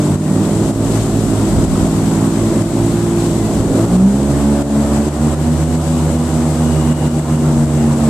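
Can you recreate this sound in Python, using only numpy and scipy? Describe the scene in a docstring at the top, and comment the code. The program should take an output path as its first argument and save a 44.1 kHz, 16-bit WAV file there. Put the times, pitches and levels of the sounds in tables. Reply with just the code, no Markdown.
"""On the deck of an airboat: an eight-cylinder engine drives a geared air propeller.
Engine and blade tones are sums of wavering cosines locked to the revs, and they beat against each other.
A faint gear whine is one more such tone; roar, blade-tip rush, hiss and wind are shaped noise.
The revs waver, jump as the throttle opens, then ease back. The whole level dips briefly now and then."""
import sys
import numpy as np
from scipy import signal
from scipy.io import wavfile
from scipy.ndimage import uniform_filter1d

SR = 44100
rng = np.random.default_rng(int(sys.argv[2]) if len(sys.argv) > 2 else 0)


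def pcm_store(signal):
    """Save signal as 16-bit PCM."""
    levels = np.round(np.clip(np.atleast_2d(signal), -1, 1) * 32767)
    wavfile.write(sys.argv[1], SR, levels.astype(np.int16).T)


N = 356769  # length in samples

BLADES_PER_CYCLE = 2.6192  # blade passes per engine cycle
EDGE_HZ = 14200  # top of the band that is kept

# engine speed; one cycle is two crank turns: (time [s], firing cycles a second [Hz])
ENGINE_SPEED = [(0.0, 18.76), (0.3, 19.38), (0.6, 20.47), (0.8, 20.9), (1.0, 21.04), (1.4, 20.36),
                (1.8, 19.97), (2.1, 20.22), (2.6, 21.1), (3.0, 21.44), (3.2, 21.31), (3.55, 20.66),
                (3.81, 20.73), (4.1, 25.0), (4.3, 27.0), (4.8, 27.22), (5.0, 27.5), (5.4, 29.82),
                (5.6, 30.6), (5.8, 30.76), (6.4, 30.12), (7.4, 29.8), (8.09, 28.4)]
# exhaust tones before other level changes: (multiple of the cycle rate, rms level [dB])
EXHAUST_TONES = [(2, -54), (3, -38.5), (4, -44.5), (5, -28), (6, -30.5), (7, -33.5), (8, -21.5), (9, -54),
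                 (10, -33), (11, -28), (12, -50), (13, -27.5), (14, -60), (15, -44), (16, -23.5), (17, -32),
                 (18, -40), (19, -27), (20, -44), (21, -29), (22, -35), (23, -25), (24, -33)]
# change of the exhaust tones at full throttle: (multiple of the cycle rate, change [dB])
FULL_THROTTLE_CHANGE = [(4, -0.5), (5, 3), (6, -6.5), (7, -16), (8, 1.03), (9, 7), (10, -21), (11, -1),
                        (13, -5), (16, 4)]
# exhaust pipes and hull colour the engine tones: (frequency [Hz], gain [dB])
PIPE_COLOUR = [(40, -12), (90, 5), (125, -5), (150, 10), (170, -6), (195, 16), (225, 1.7), (260, -2),
               (300, 4), (340, 0.5), (380, -5), (450, -15), (560, -16.5), (740, -52)]
# tilt of the exhaust note per doubling of the multiple: (part throttle [dB], full throttle [dB])
EXHAUST_TILT = (-1.45, -0.35)
# blade tones before other level changes: (multiple of the blade rate, rms level [dB])
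BLADE_TONES = [(1, -23.5), (2, -20.5), (3, -33), (4, -33), (5, -33.5), (6, -38.5), (7, -32), (8, -34.5),
               (9, -34), (10, -35.5), (11, -43), (12, -36.5)]
# path from the propeller to the seat: (frequency [Hz], gain [dB])
PROPELLER_PATH = [(45, -9.5), (80, 5.5), (130, -3.5), (170, -1.5), (210, 6), (250, 12.5), (300, 9),
                  (380, 2), (430, 2), (500, -16), (575, 2.5), (645, -4.5), (730, -4.5), (970, -15)]
# level changes of the shaft tones: (time [s], even firing [dB], uneven firing [dB], blade thrust [dB],
# blade sharpness [dB per doubling of the multiple])
TONE_LEVELS = [(0.0, -6.5, -3, -3, 1), (0.3, -0.5, 0, -11, 4), (0.9, -1.5, 1, 0.1, 0.5),
               (1.4, -3, 0.5, -1.5, 0.7), (1.9, 1, .3, -4, 1), (2.5, 2.5, 1, -0.7, 0.55),
               (3.2, 6.5, -2.5, -2, -0.3), (3.6, -2, -1.5, -3, 1.5), (3.95, 6, -1, 2, 0.3),
               (4.3, -1, 4.5, 5, 1.1), (4.6, 4, -3.5, 1.5, 2.5), (5.1, 0, -1, 2.1, -0.45),
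               (5.8, -1, 0, -2.2, 0.9), (6.3, 2, -2, -1, 0.1), (7.2, 1.4, -0.8, -4.5, 1.9),
               (8.09, 4, 1.8, -6.5, 2)]
# gear whine between swells: (part throttle [dB], full throttle [dB])
RESTING_WHINE = (-60, -59)
# swells of the gear whine: (time [s], peak [dB], time from peak to 1/e of its power [s])
WHINE_SWELLS = [(0.3, -49, .12), (0.95, -51, .05), (1.75, -51, .15), (2.52, -52, .06), (3.42, -51, .06),
                (5.0, -53, .06), (5.57, -52, .1), (6.01, -51, .05), (6.25, -51, .07), (6.9, -50, .16),
                (7.37, -49, .08), (7.78, -50, .06)]
# shape of the propeller wash roar: (frequency [Hz], relative level [dB])
ROAR_SHAPE = [(15, -40), (40, -19), (70, -11), (110, -8), (170, -11), (250, -4.5), (340, -9), (450, -15.5),
              (650, -13.5), (900, -26.5), (1400, -31), (3000, -73)]
# shape of the rush of blade-tip eddies: (frequency [Hz], relative level [dB])
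TIP_SHAPE = [(300, -39), (550, -9), (750, -2), (1000, -3), (1400, -10), (2000, -16), (3000, -24.5),
             (6000, -56)]
# hiss of air and spray, lifted by the microphone's treble peak: (frequency [Hz], relative level [dB])
HISS_SHAPE = [(1060, -27), (1800, -11.5), (2510, -9), (2910, -6.5), (4000, -6.5), (5440, -8.5),
              (6400, -7.5), (7200, -4.5), (7800, -.5), (8400, -3.5), (9820, -10.5), (11800, -12.5),
              (14000, -21.5)]
# level of the air noise: (time [s], roar [dB], blade-tip rush [dB], hiss [dB])
AIR_LEVELS = [(0.0, -22.5, -32, -34), (0.5, -20.5, -31.5, -33.5), (0.95, -20.5, -31.5, -32),
              (1.1, -20.5, -32.5, -33), (1.7, -19, -30, -31.5), (2.1, -21.5, -30.5, -32.5),
              (2.55, -19.5, -30, -32.5), (3.1, -25, -31.5, -33.5), (3.25, -21, -32, -33.5),
              (3.5, -20, -33, -33.5), (3.8, -17, -29.5, -32.5), (4.4, -17, -25.5, -29),
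              (5.0, -19.5, -28.5, -33), (5.6, -21.5, -30, -33.5), (6.4, -24, -30.5, -33.5),
              (7.1, -22, -29, -34), (7.7, -24, -31, -35.5), (8.09, -19, -28, -33)]
# short bursts in the rush and hiss: (time [s], rise [dB], time from peak to 1/e of the rise [s])
AIR_BURSTS = [(0.052, 1, .03), (0.45, 1, .03), (0.96, 2.5, .04), (1.734, 0, .02), (3.237, 3, 0.046),
              (3.76, 2, .03), (4.31, 2, 0.017), (4.957, 3, .03), (5.878, 1, .03), (7.92, 1.5, 0.021)]
# shape of wind buffeting the microphones: (frequency [Hz], relative level [dB])
BUFFET_SHAPE = [(10, -25), (25, -6), (45, 5), (70, 11), (120, -34), (300, -70)]
# wind between gusts: (part throttle [dB], full throttle [dB])
RESTING_WIND = (-40, -39)
# gusts on the microphones: (time [s], peak [dB], time from peak to 1/e of its power [s])
WIND_GUSTS = [(0.8, -35, .2), (1.7, -21.5, 0.19), (2.7, -33, .1), (3.65, -30, .12), (7.7, -40, .2)]
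# brief dips of the whole level: (time [s], depth [dB], time until 1/e of the depth is left [s])
LEVEL_DIPS = [(0.161, 6.5, 0.12), (0.713, 5.5, 0.1), (1.653, 4, 0.072), (1.88, 2, 0.11), (2.281, 2, 0.1),
              (2.624, 4.5, 0.11), (3.618, 2.2, 0.12), (3.855, 5, 0.077), (3.967, 5.5, 0.94),
              (4.626, 7, 0.096), (5.09, 5.5, 0.083), (5.347, 5, 0.073), (5.49, 1.5, 0.084),
              (5.641, 4, 0.071), (5.76, 3.5, 0.068), (5.89, 1.5, 0.071), (6.167, 2.5, 0.102),
              (6.931, 5, 0.07), (7.083, 5, 0.081), (7.201, 5, 0.085), (7.363, 2.5, 0.048), (7.65, 2.5, .06),
              (7.94, 2, 0.043)]
# how alike left and right are in the air noise: (frequency [Hz], likeness [0-1])
STEREO_LIKENESS = [(60, 0.57), (130, 0.93), (280, 1), (610, 0.97), (1330, 0.67), (2870, 0.025),
                   (6230, 0.079), (13500, 0.01)]
# stereo balance: (frequency [Hz], left minus right [dB])
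STEREO_BALANCE = [(60, -4), (110, -0.5), (200, -0.5), (360, -1), (670, -2.5), (1220, -3.0), (2220, 4),
                  (4050, 2.5), (7400, 11), (13500, -2)]


def engine():
    """Eight firings a cycle give the even tones; uneven cylinder banks fill in the other multiples."""
    speed_hz = curve(ENGINE_SPEED)
    scatter = unsteady(turns=0.0035)
    opening = throttle()
    even_db, uneven_db = curve(TONE_LEVELS), curve(TONE_LEVELS, axis=2)
    tilt_db = opened(EXHAUST_TILT)
    multiples, change_db = np.transpose(FULL_THROTTLE_CHANGE)
    out = 0
    for k, base_db in EXHAUST_TONES:
        firing_db = uneven_db if k % 8 else even_db
        level_db = base_db + firing_db + opening * np.interp(k, multiples, change_db)
        level_db = level_db + tilt_db * np.log2(k / 8)
        # above the hull's boom a tone trails by a quarter turn
        lag = 0.25 / (1 + np.exp((151.3 - k * speed_hz) / 0.8))
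        out = out + tone(k, level_db, k * scatter - lag, PIPE_COLOUR, waver_db=0.8 + 0.03 * k, sway_db=0.55)
    return out


def propeller():
    """Each blade pass is a thump smeared in time; turbulence ruffles its higher multiples more."""
    angle, smear = -0.467, 0.303  # starting angle and smear, in turns of the blade tone
    thrust_db, sharp_db = curve(TONE_LEVELS, axis=3), curve(TONE_LEVELS, axis=4)
    scatter = unsteady(turns=0.01)
    out = 0
    for m, base_db in BLADE_TONES:
        start = (angle + scatter) * m + smear * m ** 2
        level_db = base_db + thrust_db + sharp_db * np.log2(m)
        multiple = m * BLADES_PER_CYCLE
        out = out + tone(multiple, level_db, start, PROPELLER_PATH, waver_db=0.9 + 0.07 * m, sway_db=0.8)
    return out


def gears():
    """Whine of the reduction teeth, blurred by chatter; its reflections drift from side to side."""
    teeth = 96  # whine waves per engine cycle
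    chatter = 0.3 * wander(45)  # in turns of the whine
    level_db = swelling(opened(RESTING_WHINE), WHINE_SWELLS)
    uncoloured = [(1000, 0), (4000, 0)]
    return tone(teeth, level_db, chatter, uncoloured, waver_db=2.3, sway_db=5.0)


def roar():
    """Low roar of the propeller wash: noise pulsing with the blade passes."""
    noise = air(ROAR_SHAPE, patchy_db=1.5, gust_db=0.3, chop=0.11, size=2048)
    return gain_of(curve(AIR_LEVELS)) * noise


def tip_rush():
    """Rush of the eddies at the blade tips: mid-pitched noise with short bursts."""
    noise = air(TIP_SHAPE, patchy_db=1.0, gust_db=0.6, chop=0.042, size=1024)
    return gain_of(curve(AIR_LEVELS, axis=2)) * noise * bursts()


def hiss():
    """Bright hiss of air and spray, sharing the bursts of the blade-tip rush."""
    noise = air(HISS_SHAPE, patchy_db=0.5, gust_db=0.4, chop=0.056, size=512)
    return gain_of(curve(AIR_LEVELS, axis=3)) * noise * bursts()


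def wind():
    """Wind buffeting the microphones: very low noise that swells in gusts."""
    buffet = air(BUFFET_SHAPE, patchy_db=2.5, gust_db=2.5, chop=0, size=4096)
    return gain_of(swelling(opened(RESTING_WIND), WIND_GUSTS)) * buffet


def tone(multiple, db, start, colour, waver_db, sway_db):
    """One tone locked to the engine, coloured by its path, wavering and swaying between left and right."""
    hz = multiple * curve(ENGINE_SPEED)
    turns = np.cumsum(hz) / SR + start
    wave = -np.sqrt(2) * np.cos(2 * np.pi * turns)
    # look the tables up every 64 samples, as the pitch moves slowly
    colour_db, left_db = (np.repeat(read(table, hz[::64]), 64)[:N] for table in (colour, STEREO_BALANCE))
    wave *= gain_of(db + colour_db + waver_db * wander(2.18))
    left = gain_of(left_db / 2 + sway_db * wander(2.17))
    return np.array([wave * left, wave / left])


def air(spectrum, patchy_db, gust_db, chop, size):
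    """Two-channel noise in drifting patches, gusting, and chopped at the blade rate by the given depth."""
    hop = size // 4
    frames, hz = N // hop + 5, np.fft.rfftfreq(size, 1 / SR)
    a, b, c, d, patches = rng.standard_normal((frames, len(hz), 5)).T
    # smooth the patches over frequency, then over time
    patches = uniform_filter1d(patches, size=10, axis=0)
    patches = evened(uniform_filter1d(patches, size=12, axis=1))
    # the right channel shares part of the left one
    same = np.clip(read(STEREO_LIKENESS, hz), -1, 1)[:, None]
    left, other = a + 1j * b, c + 1j * d
    z = np.array([left, same * left + np.sqrt(1 - same ** 2) * other])
    z *= gain_of(read(spectrum, hz)[:, None] + patchy_db * patches)
    z *= gain_of(np.outer([0.5, -0.5], read(STEREO_BALANCE, hz)))[:, :, None]
    noise = signal.istft(z, nperseg=size, noverlap=size - hop)[1][:, :N]
    passes = np.cumsum(BLADES_PER_CYCLE * curve(ENGINE_SPEED)) / SR
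    noise *= 1 + np.clip(chop, 0, 1) * np.cos(2 * np.pi * passes)
    noise *= gain_of(gust_db * wander(14))
    return noise / np.sqrt(np.mean(noise.mean(0) ** 2))


def bursts():
    """Bell-shaped lifts shared by the blade-tip rush and the hiss."""
    t = np.arange(N) / SR
    return gain_of(sum(db * np.exp(-((t - s) / half) ** 2) for s, db, half in AIR_BURSTS))


def dips():
    """Each dip falls within a few milliseconds, lingers, and recovers."""
    t, db = np.arange(N) / SR, np.zeros(N)
    for s, depth_db, back in LEVEL_DIPS:
        db -= depth_db * (t > s) * np.exp(-((t - s) / back) ** 2)
    return gain_of(uniform_filter1d(db, size=300))


def throttle():
    """Throttle opening from 0 to 1, read from the revs."""
    return np.clip((curve(ENGINE_SPEED) - 21.8) / 6.3, 0, 1)


def opened(pair):
    """Blends a part-throttle and a full-throttle value by the throttle."""
    return pair[0] + (pair[1] - pair[0]) * throttle()


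def unsteady(turns):
    """Timing scatter in turns of the lowest tone; it steadies as the throttle opens."""
    return turns * (1 - 0.57 * throttle()) * wander(9.5)


def swelling(base_db, swells):
    """A resting level in dB with bell-shaped swells of power added to it."""
    t = np.arange(N) / SR
    power = gain_of(2 * base_db)
    for s, peak_db, half in swells:
        power = power + gain_of(2 * peak_db) * np.exp(-((t - s) / half) ** 2)
    return 10 * np.log10(power)


def wander(hz):
    """Slow random drift of rms near 1, up to about hz."""
    # one random step every 256 samples, smoothed twice
    steps = rng.standard_normal(N // 256 + 2)
    steps = uniform_filter1d(steps, max(round(SR / 256 / hz / 2), 1))
    steps = evened(uniform_filter1d(steps, size=5))
    return np.interp(np.arange(N) / 256, np.arange(len(steps)), steps)


def curve(rows, axis=1):
    """One column of a time table, drawn as straight lines through every sample."""
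    table = np.array(rows)
    return np.interp(np.arange(N) / SR, table[:, 0], table[:, axis])


def read(points, hz):
    """Reads a frequency table on a logarithmic frequency axis."""
    f, value = np.transpose(points)
    return np.interp(np.log(hz + 1), np.log(f + 1), value)


def evened(x):
    """Scales a signal to rms 1."""
    return x / np.sqrt(np.mean(x ** 2) + 1e-20)


def gain_of(db):
    """Turns decibels into a gain."""
    return 10 ** (np.asarray(db) / 20)


def scene():
    """Engine, propeller, gears, air and wind, all under the same dips."""
    machine = engine() + propeller() + gears()
    moving_air = roar() + tip_rush() + hiss() + wind()
    return (machine + moving_air) * dips()


def record(dry):
    """Soft overload of the input stage, then a steep cut of the highest treble."""
    ceiling = 1.24
    soft = ceiling * np.tanh(dry / ceiling)
    treble_cut = signal.firwin(4095, EDGE_HZ, window=("kaiser", 9), fs=SR)
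    return signal.oaconvolve(soft, treble_cut[None], "same")


dry = scene()
out = record(dry)
pcm_store(out)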